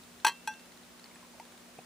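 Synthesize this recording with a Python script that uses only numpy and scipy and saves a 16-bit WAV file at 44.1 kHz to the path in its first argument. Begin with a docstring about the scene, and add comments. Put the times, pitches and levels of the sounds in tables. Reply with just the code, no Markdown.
"""A bottle neck clinks on a tilted, hand-held glass as beer is poured, close by in a small quiet room.
The neck strikes the rim and sets the glass ringing, chatters against it for a moment and taps once more.
The beer slides down the wall with a few bubbles, each a short rising tone. Behind it are faint dry ticks,
a brief low rumble, hiss and mains hum. The stereo microphone hears mostly direct sound, near the centre."""
import sys
import numpy as np
from scipy import signal
from scipy.fft import rfft, irfft, next_fast_len
from scipy.io import wavfile
from scipy.ndimage import map_coordinates

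SR = 44100
rng = np.random.default_rng(int(sys.argv[2]) if len(sys.argv) > 2 else 0)


def unload_wav(signal):
    """Save mono or channel-first audio to the path in sys.argv[1] as 16-bit WAV at rate SR, clipped to [-1, 1]."""
    wavfile.write(
        sys.argv[1],
        SR,
        np.round(np.clip(np.atleast_2d(signal).T, -1, 1) * 32767).astype(np.int16),
    )


N = 81585

# Modes of the glass ringing freely, one list each: pitch_hz, level_db, t60_s
GLASS_HZ = [400, 862, 935, 1580, 1665, 1950, 2512, 2692, 2960, 3225, 3390, 4138, 4480, 5858, 7752, 7872,
            9860, 10035, 11100, 14760]
GLASS_DB = [-22, 1.5, 2, -2, -33, -17.5, -4.5, -14.5, -33, -15.5, -15, -13, -14, -12.5, -10.5, -20, -14.5,
            -14, -13, -21]
GLASS_T60_S = [0.04, 0.13, 0.029, 0.18, 0.027, 0.077, 0.045, 0.45, 0.032, 0.053, 0.142, 0.073, 0.029, 0.17,
               0.052, .045, .03, 0.054, .03, 0.0315]
# The neck strikes the rim: start_s, ring_db, crack_db, tilt_db_per_octave, t60_factor
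STRIKES = [(0.2473, -18.5, -20, 0.15, 0.94), (0.4744, -30, -33, -0.4, 1.03)]

def clinks(rest_s=0.254, settle_s=0.012, damping_db=7):
    """Each strike cracks and rings the glass, the harder one brighter; the resting neck damps the ring."""
    out = np.zeros(N)
    pressed = lambda s: np.clip((s - rest_s) / settle_s, 0, 1)
    for start, ring_db, crack_db, tilt_db, t60_factor in STRIKES:
        t = since(start)
        ring = np.zeros(N)
        for k, (hz, db, t60) in enumerate(zip(GLASS_HZ, GLASS_DB, GLASS_T60_S)):
            gain = amp(db + tilt_db * np.log2(hz / GLASS_HZ[1]) + rng.normal(0, 0.5))
            ring += (-1) ** k * gain * fade(t, t60 * t60_factor) * np.sin(2 * np.pi * hz * t)
        loss_db = damping_db * (pressed(start + t) - pressed(start))
        out += amp(ring_db - loss_db) * ring + amp(crack_db) * crack(start)
    return out

# Modes of bottle and glass while they touch, one list each: pitch_hz, level_db, t60_s
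TOUCHING_HZ = [400, 941, 1005, 1121, 1660, 1875, 2040, 2540, 2972, 3206, 3262, 4137, 4357, 4494, 5852, 7742,
               7890, 9850, 10042, 14760]
TOUCHING_DB = [-22, 2, -20, -11.5, -2.5, -7, -17.5, -3.5, -19, -10, -20.5, -8, 0, -16, -6.5, -13, -15, -12,
               -13, -17]
TOUCHING_T60_S = [0.085, 0.075, 0.14, 0.13, 0.059, 0.074, 0.14, 0.053, .08, .14, 0.15, 0.1, 0.02, .11,
                  0.062, 0.077, 0.073, 0.04, 0.044, 0.04]
# The neck chatters on the rim: start_s, ring_db, crack_db
CHATTER = [(.2655, -25.5, -25.5), (0.2696, -26.5, -23.5), (0.2757, -40, -42), (0.2799, -32, -29),
           (0.2847, -34.5, -31.5), (0.295, -46, -37)]

def chatter(slip_rad=0.35, slips_per_s=200):
    """Quick contacts crack and feed the joint ring of bottle and glass; slipping roughens it."""
    out = sum(amp(crack_db) * crack(start) for start, _, crack_db in CHATTER)
    kicks = np.zeros(N)
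    for start, ring_db, _ in CHATTER:
        kicks[round(start * SR)] += amp(ring_db) ** 2
    t = since(CHATTER[0][0])
    for hz, db, t60 in zip(TOUCHING_HZ, TOUCHING_DB, TOUCHING_T60_S):
        energy = np.abs(signal.fftconvolve(kicks, fade(since(0), t60) ** 2)[:N])
        phase = 2 * np.pi * hz * t + slip_rad * wobble(slips_per_s)
        out += amp(db) * np.sqrt(energy) * np.sin(phase)
    return out

# Glass meeting glass, heard close: frequency_hz, level_db
CRACK_SPECTRUM = [(200, -17), (380, -6), (600, -11), (900, 13), (1350, 0), (2500, 3), (3700, 0), (4400, 0),
                  (7000, -4.5), (8500, -11), (10500, -5.5), (15000, -17)]

def crack(start):
    """A contact sets off dense, short-lived vibration with a weaker rattle after it."""
    t = since(start)
    return noise(CRACK_SPECTRUM) * (fade(t, t60_s=0.016) + amp(-16) * fade(t, t60_s=0.1))

# Clear bubbles in the glass: start_s, pitch_hz, level_db, t60_s, rise_fraction
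BUBBLES = [(1.0418, 4470, -37, 0.011, 0.037), (1.0429, 5200, -42, .008, .05),
           (1.058, 4220, -48.5, 0.029, 0.025), (1.112, 2150, -50, 0.027, .1),
           (1.149, 7700, -49.5, 0.031, .03), (1.157, 1620, -47.5, 0.028, 0.187),
           (1.159, 2370, -50, 0.029, 0.083), (1.228, 955, -46.5, 0.042, 0.13),
           (1.248, 960, -48, 0.029, 0.088), (1.335, 810, -51.5, 0.071, 0.16),
           (1.3983, 710, -38, 0.068, .36), (1.43, 900, -50, .03, .1), (1.7848, 355, -42.5, 0.032, 0.45),
           (1.7883, 659.5, -34, 0.021, 0.24), (1.789, 2480, -47.5, 0.033, 0.025)]
# Bursts as a bubble forms: start_s, level_db
SPLASHES = [(1.042, -47), (1.058, -49), (1.157, -50.5), (1.399, -42.5), (1.785, -50)]
# Colour of those bursts: frequency_hz, level_db
SPLASH_SPECTRUM = [(400, -24), (2200, 6.5), (3200, -7), (4500, -5), (6000, -10), (10000, -8), (15000, -25)]
# Soft low knock under the last clear bubbles: start_s, pitch_hz, level_db, t60_s, attack_s
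GULP = (1.7845, 165, -44, .06, .003)

def beer(pool_s=0.95, tiny_count=24, ring_cycles=42):
    """Clear bubbles, splashes and a gulp, with tiny random bubbles once a pool has formed."""
    out = sum(bubble(*row) for row in BUBBLES)
    bursts = sum(amp(db) * fade(since(start), t60_s=0.013) for start, db in SPLASHES)
    out += noise(SPLASH_SPECTRUM) * bursts
    for start in np.linspace(pool_s, N / SR, tiny_count) + rng.normal(0, 0.013, tiny_count):
        hz = min(1460 * np.exp(rng.normal(0, 0.587)), SR / 4)
        out += bubble(start, hz, db=rng.normal(-57, 2), t60=ring_cycles / hz, rise=0.13)
    start, hz, db, t60, attack = GULP
    t = since(start)
    gulp = amp(db) * fade(t, t60, attack) * np.sin(2 * np.pi * hz * t)
    return radiated(out) + gulp

def bubble(start, hz, db, t60, rise, rise_s=0.0046):
    """A damped tone that rises as the bubble nears the surface."""
    t = since(start)
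    pitch = hz * (1 + rise * (1 - np.exp(-t / rise_s)))
    phase = 2 * np.pi * np.cumsum(pitch * (t > 0)) / SR
    return amp(db) * fade(t, t60, attack_s=0.00056) * np.sin(phase)

# Faint ticks around the pour: start_s, level_db
TICKS = [(0.0354, -46.5), (0.2004, -45.5), (0.321, -46), (0.5383, -46.5), (0.5943, -47), (0.6584, -49.5),
         (0.72, -48.5), (0.774, -49.5), (0.8337, -51.5), (0.9954, -48.5), (1.4517, -47.5), (1.522, -49.5),
         (1.577, -47.5)]
# Their colour: frequency_hz, level_db
TICK_SPECTRUM = [(500, -8), (2000, -1.5), (3000, -12), (3600, 3), (4400, 3), (5300, -26), (7000, -1.5),
                 (8200, -21), (10000, -3.5), (12000, -26)]

def ticks():
    """Tiny dry bursts of noise, all of one colour."""
    bursts = sum(amp(db) * fade(since(start), t60_s=0.015) for start, db in TICKS)
    return noise(TICK_SPECTRUM) * bursts

# Low rumble at the microphone: frequency_hz, level_db
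RUMBLE_SPECTRUM = [(25, -30), (70, 0.5), (130, -1), (250, -13), (600, -23.5)]

def rumble(level_db=-66.5, end_s=0.22, release_s=0.029):
    """A faint rumble that ends just before the bottle meets the glass."""
    return amp(level_db) * noise(RUMBLE_SPECTRUM) * np.clip((end_s - since(0)) / release_s, 0, 1)

# Hiss of the quiet room: frequency_hz, level_db
HISS_SPECTRUM = [(25, -23), (60, -8), (130, -7.5), (220, -0.5), (300, -2.5), (500, -3), (1000, -6),
                 (2000, -8), (4000, -11), (8000, -13), (15000, -19)]
# How alike the hiss is on left and right: frequency_hz, correlation
HISS_CORRELATION = [(60, 0.19), (150, 0.56), (400, 0.54), (1000, 0.56), (2400, 0.25), (6000, 0.21),
                    (15000, 0.067)]
# Mains hum: pitch_hz, rms_db
HUM_LINES = [(60, -81.5), (180, -70), (240, -64), (360, -75)]

def room_tone(hiss_db=-55.5, waver_db=0.6):
    """Steady hiss, wider in the treble, and a slightly wavering mains hum in the centre."""
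    spread = lambda hz: np.arccos(np.clip(along(HISS_CORRELATION, hz), -1, 1)) / 2
    mid = filtered(noise(HISS_SPECTRUM), lambda hz: np.cos(spread(hz)))
    side = filtered(noise(HISS_SPECTRUM), lambda hz: np.sin(spread(hz)))
    hum = np.zeros(N)
    for hz, db in HUM_LINES:
        peak = np.sqrt(2) * amp(db + waver_db * wobble(9.65))
        hum += peak * np.sin(2 * np.pi * (hz * since(0) + rng.random()))
    return amp(hiss_db) * np.array([mid + side, mid - side]) + hum

# Stereo width of the direct sound, side against mid: frequency_hz, side_db
WIDTH = [(500, -18), (1500, -31), (3000, -20.5), (6000, -13), (14000, -13)]

def room(x, t60_s=0.17, tail_db=-28.5, delay_s=0.0018):
    """Close direct sound, spread in the treble, with a short weak tail from near walls."""
    tail = rng.standard_normal((2, N)) * fade(since(delay_s), t60_s)
    wet = signal.fftconvolve(x[None], tail / np.linalg.norm(tail[0]), axes=1)[:, :N]
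    side = filtered(x, lambda hz: 1j * amp(along(WIDTH, hz)))  # a quarter cycle out of phase
    return np.array([x + side, x - side]) + amp(tail_db) * wet

def radiated(x, cutoff_hz=286):
    """Small bodies radiate little bass."""
    return signal.sosfilt(signal.butter(3, cutoff_hz, "highpass", fs=SR, output="sos"), x)

def amp(db):
    """Decibels to gain."""
    return 10 ** (np.asarray(db) / 20)

def along(points, hz):
    """Read a curve of (frequency_hz, value) points on a log frequency axis."""
    frequencies, values = np.transpose(points)
    return np.interp(np.log(hz + 1), np.log(frequencies + 1), values)

def filtered(x, response):
    """Shape x by a gain that depends on frequency."""
    size = next_fast_len(N + SR // 2)
    return irfft(rfft(x, size) * response(np.fft.rfftfreq(size, 1 / SR)), size)[..., :N]

def noise(spectrum):
    """Coloured noise of rms 1."""
    x = filtered(rng.standard_normal(N), lambda hz: amp(along(spectrum, hz)))
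    return x / np.sqrt(np.mean(x ** 2) + 1e-20)

def since(start):
    """Seconds since start, zero before it."""
    return np.maximum(np.arange(N) / SR - start, 0)

def fade(t, t60_s, attack_s=0.000238):
    """A quick rise and an exponential decay."""
    return np.exp(-np.log(1000) * t / t60_s) * (1 - np.exp(-t / attack_s))

def wobble(knots_per_s):
    """A smooth random curve."""
    knots = rng.standard_normal(int(N * knots_per_s / SR) + 4)
    return map_coordinates(knots, [since(0) * knots_per_s])

def scene():
    """Glass and beer close by in the small room, over rumble and room tone."""
    contacts = radiated(clinks() + chatter() + ticks())
    return room(contacts + beer()) + rumble() + room_tone()

# Treble response of the microphone: frequency_hz, gain_db
MIC_RESPONSE = [(11000, 0.5), (12200, -9), (12750, -19), (13400, 0), (15000, 4), (15400, 3), (15900, -26)]

def record(dry, top_hz=16500):
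    """The microphone has a dip in the high treble and a band limit."""
    return filtered(dry, lambda hz: amp(along(MIC_RESPONSE, hz)) * (hz < top_hz))

dry = scene()
out = record(dry)
unload_wav(out)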